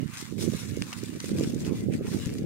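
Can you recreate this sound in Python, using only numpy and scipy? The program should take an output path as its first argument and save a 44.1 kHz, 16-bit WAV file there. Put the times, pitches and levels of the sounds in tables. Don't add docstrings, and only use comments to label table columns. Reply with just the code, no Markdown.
import sys
import numpy as np
from scipy import signal
from scipy.fft import rfft, irfft, next_fast_len
from scipy.io import wavfile
from scipy.ndimage import uniform_filter1d, map_coordinates

SR = 44100
rng = np.random.default_rng(int(sys.argv[2]) if len(sys.argv) > 2 else 0)


def transcribe(u):
    v = np.clip(np.atleast_2d(u).T, -1, 1)
    q = np.round(v * 32767).astype(np.int16)
    wavfile.write(sys.argv[1], SR, q)


N = 108221


def amp(db):
    return 10 ** (np.asarray(db) / 20)


def unit(x):
    return x / np.sqrt(np.mean(x ** 2) + 1e-20)


def along(points, hz):
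    f, v = np.transpose(points)
    return np.interp(np.log(hz + 1), np.log(f + 1), v)


def curves(rows):
    s, *cols = np.transpose(rows)
    return [np.interp(np.arange(N) / SR, s, c) for c in cols]


def wobble(rate):
    knots = np.clip(rng.standard_normal(N // 20), -1.6, 1.6)
    return 1.26 * np.interp(np.arange(N) * rate / SR, np.arange(N // 20), knots)


def filtered(x, response):
    m = next_fast_len(N + SR // 4)
    return irfft(rfft(x, m) * response(np.fft.rfftfreq(m, 1 / SR)), m)[..., :N]


def coloured(x, spectrum):
    return unit(filtered(x, lambda hz: amp(along(spectrum, hz))))


def steadied(x, window_s):
    power = uniform_filter1d(x ** 2, max(int(window_s * SR), 1))
    return x / np.sqrt(np.abs(power) + 0.034)


def add(track, s, sound):
    part = track[..., max(round(s * SR), 0):][..., :sound.shape[-1]]
    part += sound[..., :part.shape[-1]]


def port_gains(pan_db):
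    g = amp(np.array([pan_db / 2, -pan_db / 2]))
    return g / np.sqrt(np.sum(g ** 2, axis=0))


def impulses(rate, spread_db):
    struck = rng.random(N) < rate / SR
    sign = rng.choice([-1, 1], N)
    return struck * sign * amp(spread_db * np.clip(rng.standard_normal(N), -2, 2))


def at_ports(pair):
    # frequency in Hz, left minus right in dB
    lean = [(900, 1), (1800, 3), (3000, -0.5), (4200, 0.5), (6600, 5.5), (9000, -3.5), (12000, 1),
            (15000, 4.5)]
    # frequency in Hz, phase by which the left leads in radians
    port_phase = [(600, 4.5), (1200, -0.83), (1700, -0.6), (2600, -0.9), (3100, -5), (3800, -3.5),
                  (5200, -2.5), (6500, -4), (9000, -5.5), (15000, -4.5)]
    # frequency in Hz, left-right likeness (correlation)
    alike = [(800, 0.16), (5000, 0.27), (8000, 0.37), (15000, 0.3)]

    def mix(hz):
        turn = np.arccos(np.clip(along(alike, hz), -1, 1)) / 2
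        return np.array([np.cos(turn), np.sin(turn)])

    half = np.array([[.5], [-.5]])

    def place(hz):
        return amp(half * along(lean, hz)) * np.exp(1j * half * along(port_phase, hz))

    mid, side = filtered(pair, mix)
    return filtered(np.array([mid + side, mid - side]), place)


def patchy(x, depth_db, patch_hz=170, patch_s=.035):
    z = signal.stft(x, nperseg=1024)[2]
    bins_hz, frames_s = np.linspace(0, SR / 2, z.shape[1]), np.linspace(0, N / SR, z.shape[2])
    hz, s = np.meshgrid(bins_hz, frames_s, indexing="ij")
    knots = rng.standard_normal((256, 256))
    field = map_coordinates(knots, [hz / patch_hz, s / patch_s], order=1, mode="wrap")
    return signal.istft(z * amp(depth_db * field), nperseg=1024)[1][:, :N]


def yard(level_db=-63):
    air_tone = [(30, 1), (150, 7), (700, -55.0), (2000, -5.0), (15000, -9)]  # (Hz, relative dB)
    return amp(level_db) * coloured(rng.standard_normal((2, N)), air_tone)


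def buffeting(level_db=-1.21, smooth_db=-6, flutter_db=3.0, edge_db=-9, edge_grows=0.54, brisk_db=-32):
    # time in seconds, level in dB before level_db
    breeze_left = [(0.0, -61), (0.2, -71), (0.36, -61), (0.41, -34.5), (0.5, -44), (0.65, -44),
                   (0.79, -38.5), (0.94, -50.5), (1.19, -39.5), (1.23, -48), (1.34, -27), (1.47, -33.5),
                   (1.55, -36), (1.62, -29), (1.72, -38.5), (1.79, -28.5), (1.86, -38.5), (1.96, -30.5),
                   (2.02, -33.5), (2.12, -35.5), (2.2, -30.5), (2.28, -30), (2.36, -37.5), (2.45, -28)]
    breeze_right = [(0.0, -25.5), (0.07, -33), (0.18, -43), (0.29, -37), (0.35, -29.5), (0.49, -26.5),
                    (0.59, -36), (0.68, -28.5), (0.81, -30), (0.92, -42), (0.97, -33), (1.13, -35.5),
                    (1.21, -38), (1.29, -32), (1.32, -28), (1.41, -25.5), (1.5, -31.5), (1.55, -26),
                    (1.62, -34.5), (1.7, -25), (1.81, -35), (1.882, -21.5), (1.96, -31), (2.07, -33.5),
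                    (2.15, -25.5), (2.21, -39.5), (2.3, -32), (2.45, -30)]
    # frequency in Hz, relative level in dB per Hz
    puff_tone = [(20, -63), (40, -44), (60, -15), (95, 3.5), (150, 4), (240, 3.5), (340, -11.5), (450, -29),
                 (600, -35), (800, -84)]
    # frequency in Hz, relative level in dB per Hz
    edge_tone = [(150, -28), (300, 2.5), (420, 0), (540, -8), (660, -16.5), (800, -23.5), (1100, -52)]
    eddies_per_s, edge_flicker_db = 330, 3.5
    levels = [curves(breeze)[0] for breeze in (breeze_left, breeze_right)]
    bright_db = edge_db + edge_grows * (np.mean(levels, axis=0) - brisk_db)
    ports = []
    for breeze_db in levels:
        push = unit(impulses(eddies_per_s, spread_db=1.1)) + amp(smooth_db) * rng.standard_normal(N)
        push = push * amp(flutter_db * wobble(60))
        edge = amp(bright_db + edge_flicker_db * wobble(70)) * coloured(push, edge_tone)
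        puffs = steadied(coloured(push, puff_tone), window_s=0.0438)
        ports.append(amp(breeze_db + level_db) * (puffs + edge))
    return np.array(ports)


def eddies(level_db=-3.1, width_cycles=0.53):
    # centre in seconds, level in dB before level_db, pitch in Hz, left minus right in dB
    strong_eddies = [(0.032, -16.5, 184, -23), (0.06, -14.5, 180, -28), (0.227, -21.5, 270, -28),
                     (0.326, -16.5, 290, -29), (0.372, -20, 270, -27), (0.392, -19.5, 328, -28),
                     (0.41, -20, 260, -22), (0.441, -14, 310, -27), (0.453, -17, 267, -24),
                     (0.479, -7, 284, -31), (0.485, -14, 348, -27), (0.491, -16.5, 230, -27),
                     (0.499, -13, 166, -18), (0.537, -14, 360, -30), (0.549, -12.5, 188, -22),
                     (0.554, -18.5, 174, -10), (0.722, -17.5, 253, -33), (0.774, -12.5, 330, -24),
                     (0.785, -21, 296, -15), (0.817, -14, 224, -23), (1.034, -16, 286, -17),
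                     (1.095, -19.5, 230, -37), (1.153, -22, 273, -25), (1.243, -17, 352, -29),
                     (1.318, -9, 275, -23), (1.342, -18, 181, -12), (1.366, -29, 222, -7),
                     (1.398, -13, 270, -18), (1.411, -8, 350, -35), (1.424, -15.5, 231, -24),
                     (1.436, -12, 300, -31), (1.445, -16.5, 262, -23), (1.476, -11.5, 226, 5),
                     (1.564, -12.5, 300, -33), (1.666, -16.5, 323, -16), (1.679, -13.5, 262, -24),
                     (1.695, -19, 333, -26), (1.712, -14, 330, -17), (1.723, -12.5, 283, -15),
                     (1.733, -14.5, 318, -23), (1.841, -16, 218, -27), (1.887, -9.5, 316, -26),
                     (1.91, -13, 318, -25), (1.925, -18.5, 271, -23), (1.953, -11.5, 215, 21),
                     (2.011, -12, 337, -29), (2.083, -15.5, 186, -34), (2.148, -10.5, 268, -31),
                     (2.159, -16.5, 203, -28), (2.267, -15.5, 145, 15), (2.279, -15.5, 232, 9),
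                     (2.423, -15.5, 240, 16)]
    out, t = np.zeros((2, N)), np.arange(SR // 20) / SR
    for s, db, hz, pan_db in strong_eddies:
        cycles = (t - t.mean()) * hz
        push = np.exp(-(cycles / width_cycles) ** 2) * np.sin(-2 * np.pi * cycles)
        add(out, s - t.mean(), amp(db + level_db) * port_gains(pan_db)[:, None] * push)
    return out


def scuffs():
    # peak in seconds, spread (standard deviation) in seconds, level in dB, pitch in Hz
    hoof_scuffs = [(0.183, 0.081, -52.5, 1120), (0.928, 0.049, -51, 1110), (1.204, 0.0048, -47.5, 1190),
                   (1.713, 0.043, -52.5, 890), (1.938, 0.015, -45.5, 2100), (2.074, 0.015, -49, 895),
                   (2.137, 0.0057, -50, 950)]
    # multiple of its pitch, relative level in dB per Hz
    scuff_tone = [(.4, -22), (.74, -6), (.92, 2.5), (1.17, 0.5), (1.4, -4), (1.73, -17), (2.5, -32),
                  (5, -40)]
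    t, out = np.arange(N) / SR, np.zeros((2, N))
    grit = rng.standard_normal((2, N)) * amp(2.0 * wobble(300))
    for s, spread_s, db, hz in hoof_scuffs:
        swell = amp(db) * np.exp(-((t - s) / spread_s) ** 2 / 2)
        out += swell * coloured(grit, [(k * hz, level) for k, level in scuff_tone])
    return out


def crackle(per_s=700, middle_hz=5040, life_cycles=0.62):
    t = np.arange(128) / SR
    when, pitch, size, *phases = rng.random((int(per_s * N / SR), 5)).T[:, :, None]
    cycles = t * middle_hz * 2 ** (2.6 * (pitch - .5))
    life = amp(-4 * np.log(size + 0.029)) * np.exp(-2 * cycles / life_cycles)
    where = ((when * N).astype(int) + np.arange(len(t))).ravel()
    ports = []
    for phase in phases:
        rings = life * np.sin(2 * np.pi * (cycles + phase))
        ports.append(np.bincount(where, rings.ravel(), N)[:N])
    return unit(np.array(ports))


def ticks(rate=100, spread_db=4, tick_t60=0.0046):
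    # frequency in Hz, relative level in dB per Hz
    tick_tone = [(900, -4), (1800, 3), (3000, 1.5), (7000, 1.5), (10000, -6), (15500, -12)]
    t = np.arange(SR // 100) / SR
    out, count = np.zeros((2, N)), int(rate * N / SR)
    for place, size in rng.random((count, 2)):
        fade_db = -spread_db * np.log(size + 0.054) - 60 * t / tick_t60
        add(out, place * N / SR, amp(fade_db) * rng.standard_normal((2, len(t))))
    return coloured(out, tick_tone)


def rustle(hiss_db=-2.0, crunch_db=-1.3, crackle_db=-10.5, tick_db=-6, grain_db=0.5):
    # time in seconds, level of the sliding in dB, level of the crunch in dB,
    # both before the trims above
    straw = [(0.0, -56, -50.5), (0.06, -53.5, -56), (0.18, -41.5, -45), (0.29, -50, -53),
             (0.34, -56.5, -64), (0.38, -54.5, -60), (0.38, -46, -50), (0.43, -35, -48.5),
             (0.48, -47.5, -52), (0.595, -41, -47), (0.68, -48.5, -52.5), (0.77, -47, -52),
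             (0.78, -52, -56.5), (0.89, -45.5, -50), (0.97, -48, -53), (1.08, -48.5, -50),
             (1.14, -52, -53.5), (1.28, -42.5, -50), (1.34, -50, -51.5), (1.41, -43, -46), (1.57, -54, -58),
             (1.61, -47, -57.5), (1.69, -48.5, -48.5), (1.71, -55.5, -58), (1.76, -47.5, -52),
             (1.84, -53.5, -54), (1.9, -64, -64), (1.94, -46.5, -51.5), (2.01, -60.5, -57.5),
             (2.07, -48, -45.5), (2.09, -50, -54), (2.14, -41, -44.5), (2.17, -48, -54.5),
             (2.26, -45.5, -47), (2.28, -49.5, -55), (2.38, -52, -53.5), (2.45, -60, -59.5)]
    # frequency in Hz, relative level in dB per Hz
    hiss_tone = [(1500, -42), (2600, -38), (3400, -1.5), (4500, -3), (6800, -3), (9000, -6), (11500, -11.5),
                 (15500, -17)]
    crunch_tone = [(300, -37), (700, -10), (1000, -3.5), (1400, -1), (1800, 0), (2300, 0.5), (2850, 1),
                   (3150, -6), (6000, -35)]
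    slide_db, press_db = curves(straw)
    catch = patchy(rng.standard_normal((2, N)), depth_db=5.0) * amp(grain_db * wobble(600))
    crunch = amp(press_db + crunch_db) * coloured(catch * amp(1.2 * wobble(70)), crunch_tone)
    slide = patchy(rng.standard_normal((2, N)), depth_db=3.5, patch_hz=257.6)
    slide = slide * amp(grain_db * wobble(600) + 2.02 * wobble(70.71))
    hiss = coloured(slide, hiss_tone)
    sliding = amp(hiss_db) * hiss + amp(crackle_db) * crackle() + amp(tick_db) * ticks()
    return crunch + amp(slide_db) * sliding


def snaps(ring_db=-7.5, crack_db=1, crack_q=0.72, splinter_db=-25, splinter_t60=0.11, attack_s=.0001):
    # start in seconds, level in dB before the trims above, pitch in Hz, t60 in seconds
    breaks = [(.1366, -33, 2030, 0.0081), (0.382, -37, 2250, 0.013), (0.4249, -25, 5380, 0.012),
              (0.445, -37, 5900, .007), (0.616, -36, 4500, 0.0075), (0.7668, -32.5, 6780, 0.013),
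              (0.8218, -13.5, 2440, 0.0044), (0.9287, -18.5, 1400, 0.0058), (0.9294, -21.5, 2780, 0.014),
              (0.936, -29, 2960, 0.0082), (1, -34, 4430, 0.0067), (1.0368, -24, 7250, 0.0053),
              (1.2023, -22, 4360, 0.0055), (1.2042, -22, 3020, 0.0058), (1.2436, -27, 4600, 0.0096),
              (1.3962, -29.5, 7330, 0.015), (1.409, -29, 6000, .007), (1.4369, -21.5, 5340, 0.0075),
              (1.446, -21.5, 1530, 0.005), (1.546, -33, 6950, 0.015), (1.6051, -32, 6000, 0.007),
              (1.6487, -27, 3100, 0.0057), (1.661, -38, 2600, 0.0092), (2.2583, -25, 6650, 0.0073),
              (2.2927, -31.5, 2180, 0.01), (2.339, -27, 8750, 0.0033), (2.384, -32.5, 4840, 0.0099)]
    # frequency in Hz, gain in dB
    crack_top = [(6000, -0.5), (10000, -6), (15500, -15)]
    rings, cracks, t = np.zeros(N), np.zeros((2, N)), np.arange(SR // 16) / SR
    f = np.fft.rfftfreq(len(t), 1 / SR)
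    for s, db, hz, t60 in breaks:
        fade = amp(-60 * t / t60) * (1 - np.exp(-t / attack_s))
        add(rings, s, amp(db + ring_db) * fade * np.sin(2 * np.pi * hz * t))
        splinters = amp(splinter_db - 60 * t / splinter_t60)
        burst = (amp(crack_db) * fade + splinters) * rng.standard_normal((2, len(t)))
        stalk = 1j * f * hz / (crack_q * (hz ** 2 - f ** 2) + 1j * f * hz)
        add(cracks, s, amp(db) * irfft(rfft(burst) * stalk * amp(along(crack_top, f)), len(t)))
    return rings + at_ports(cracks)


def scene():
    air = yard() + buffeting() + eddies()
    return air + at_ports(scuffs() + rustle()) + snaps()


def record(dry):
    top_hz = 15800
    return filtered(dry, lambda hz: hz < top_hz)


dry = scene()
out = record(dry)
transcribe(out)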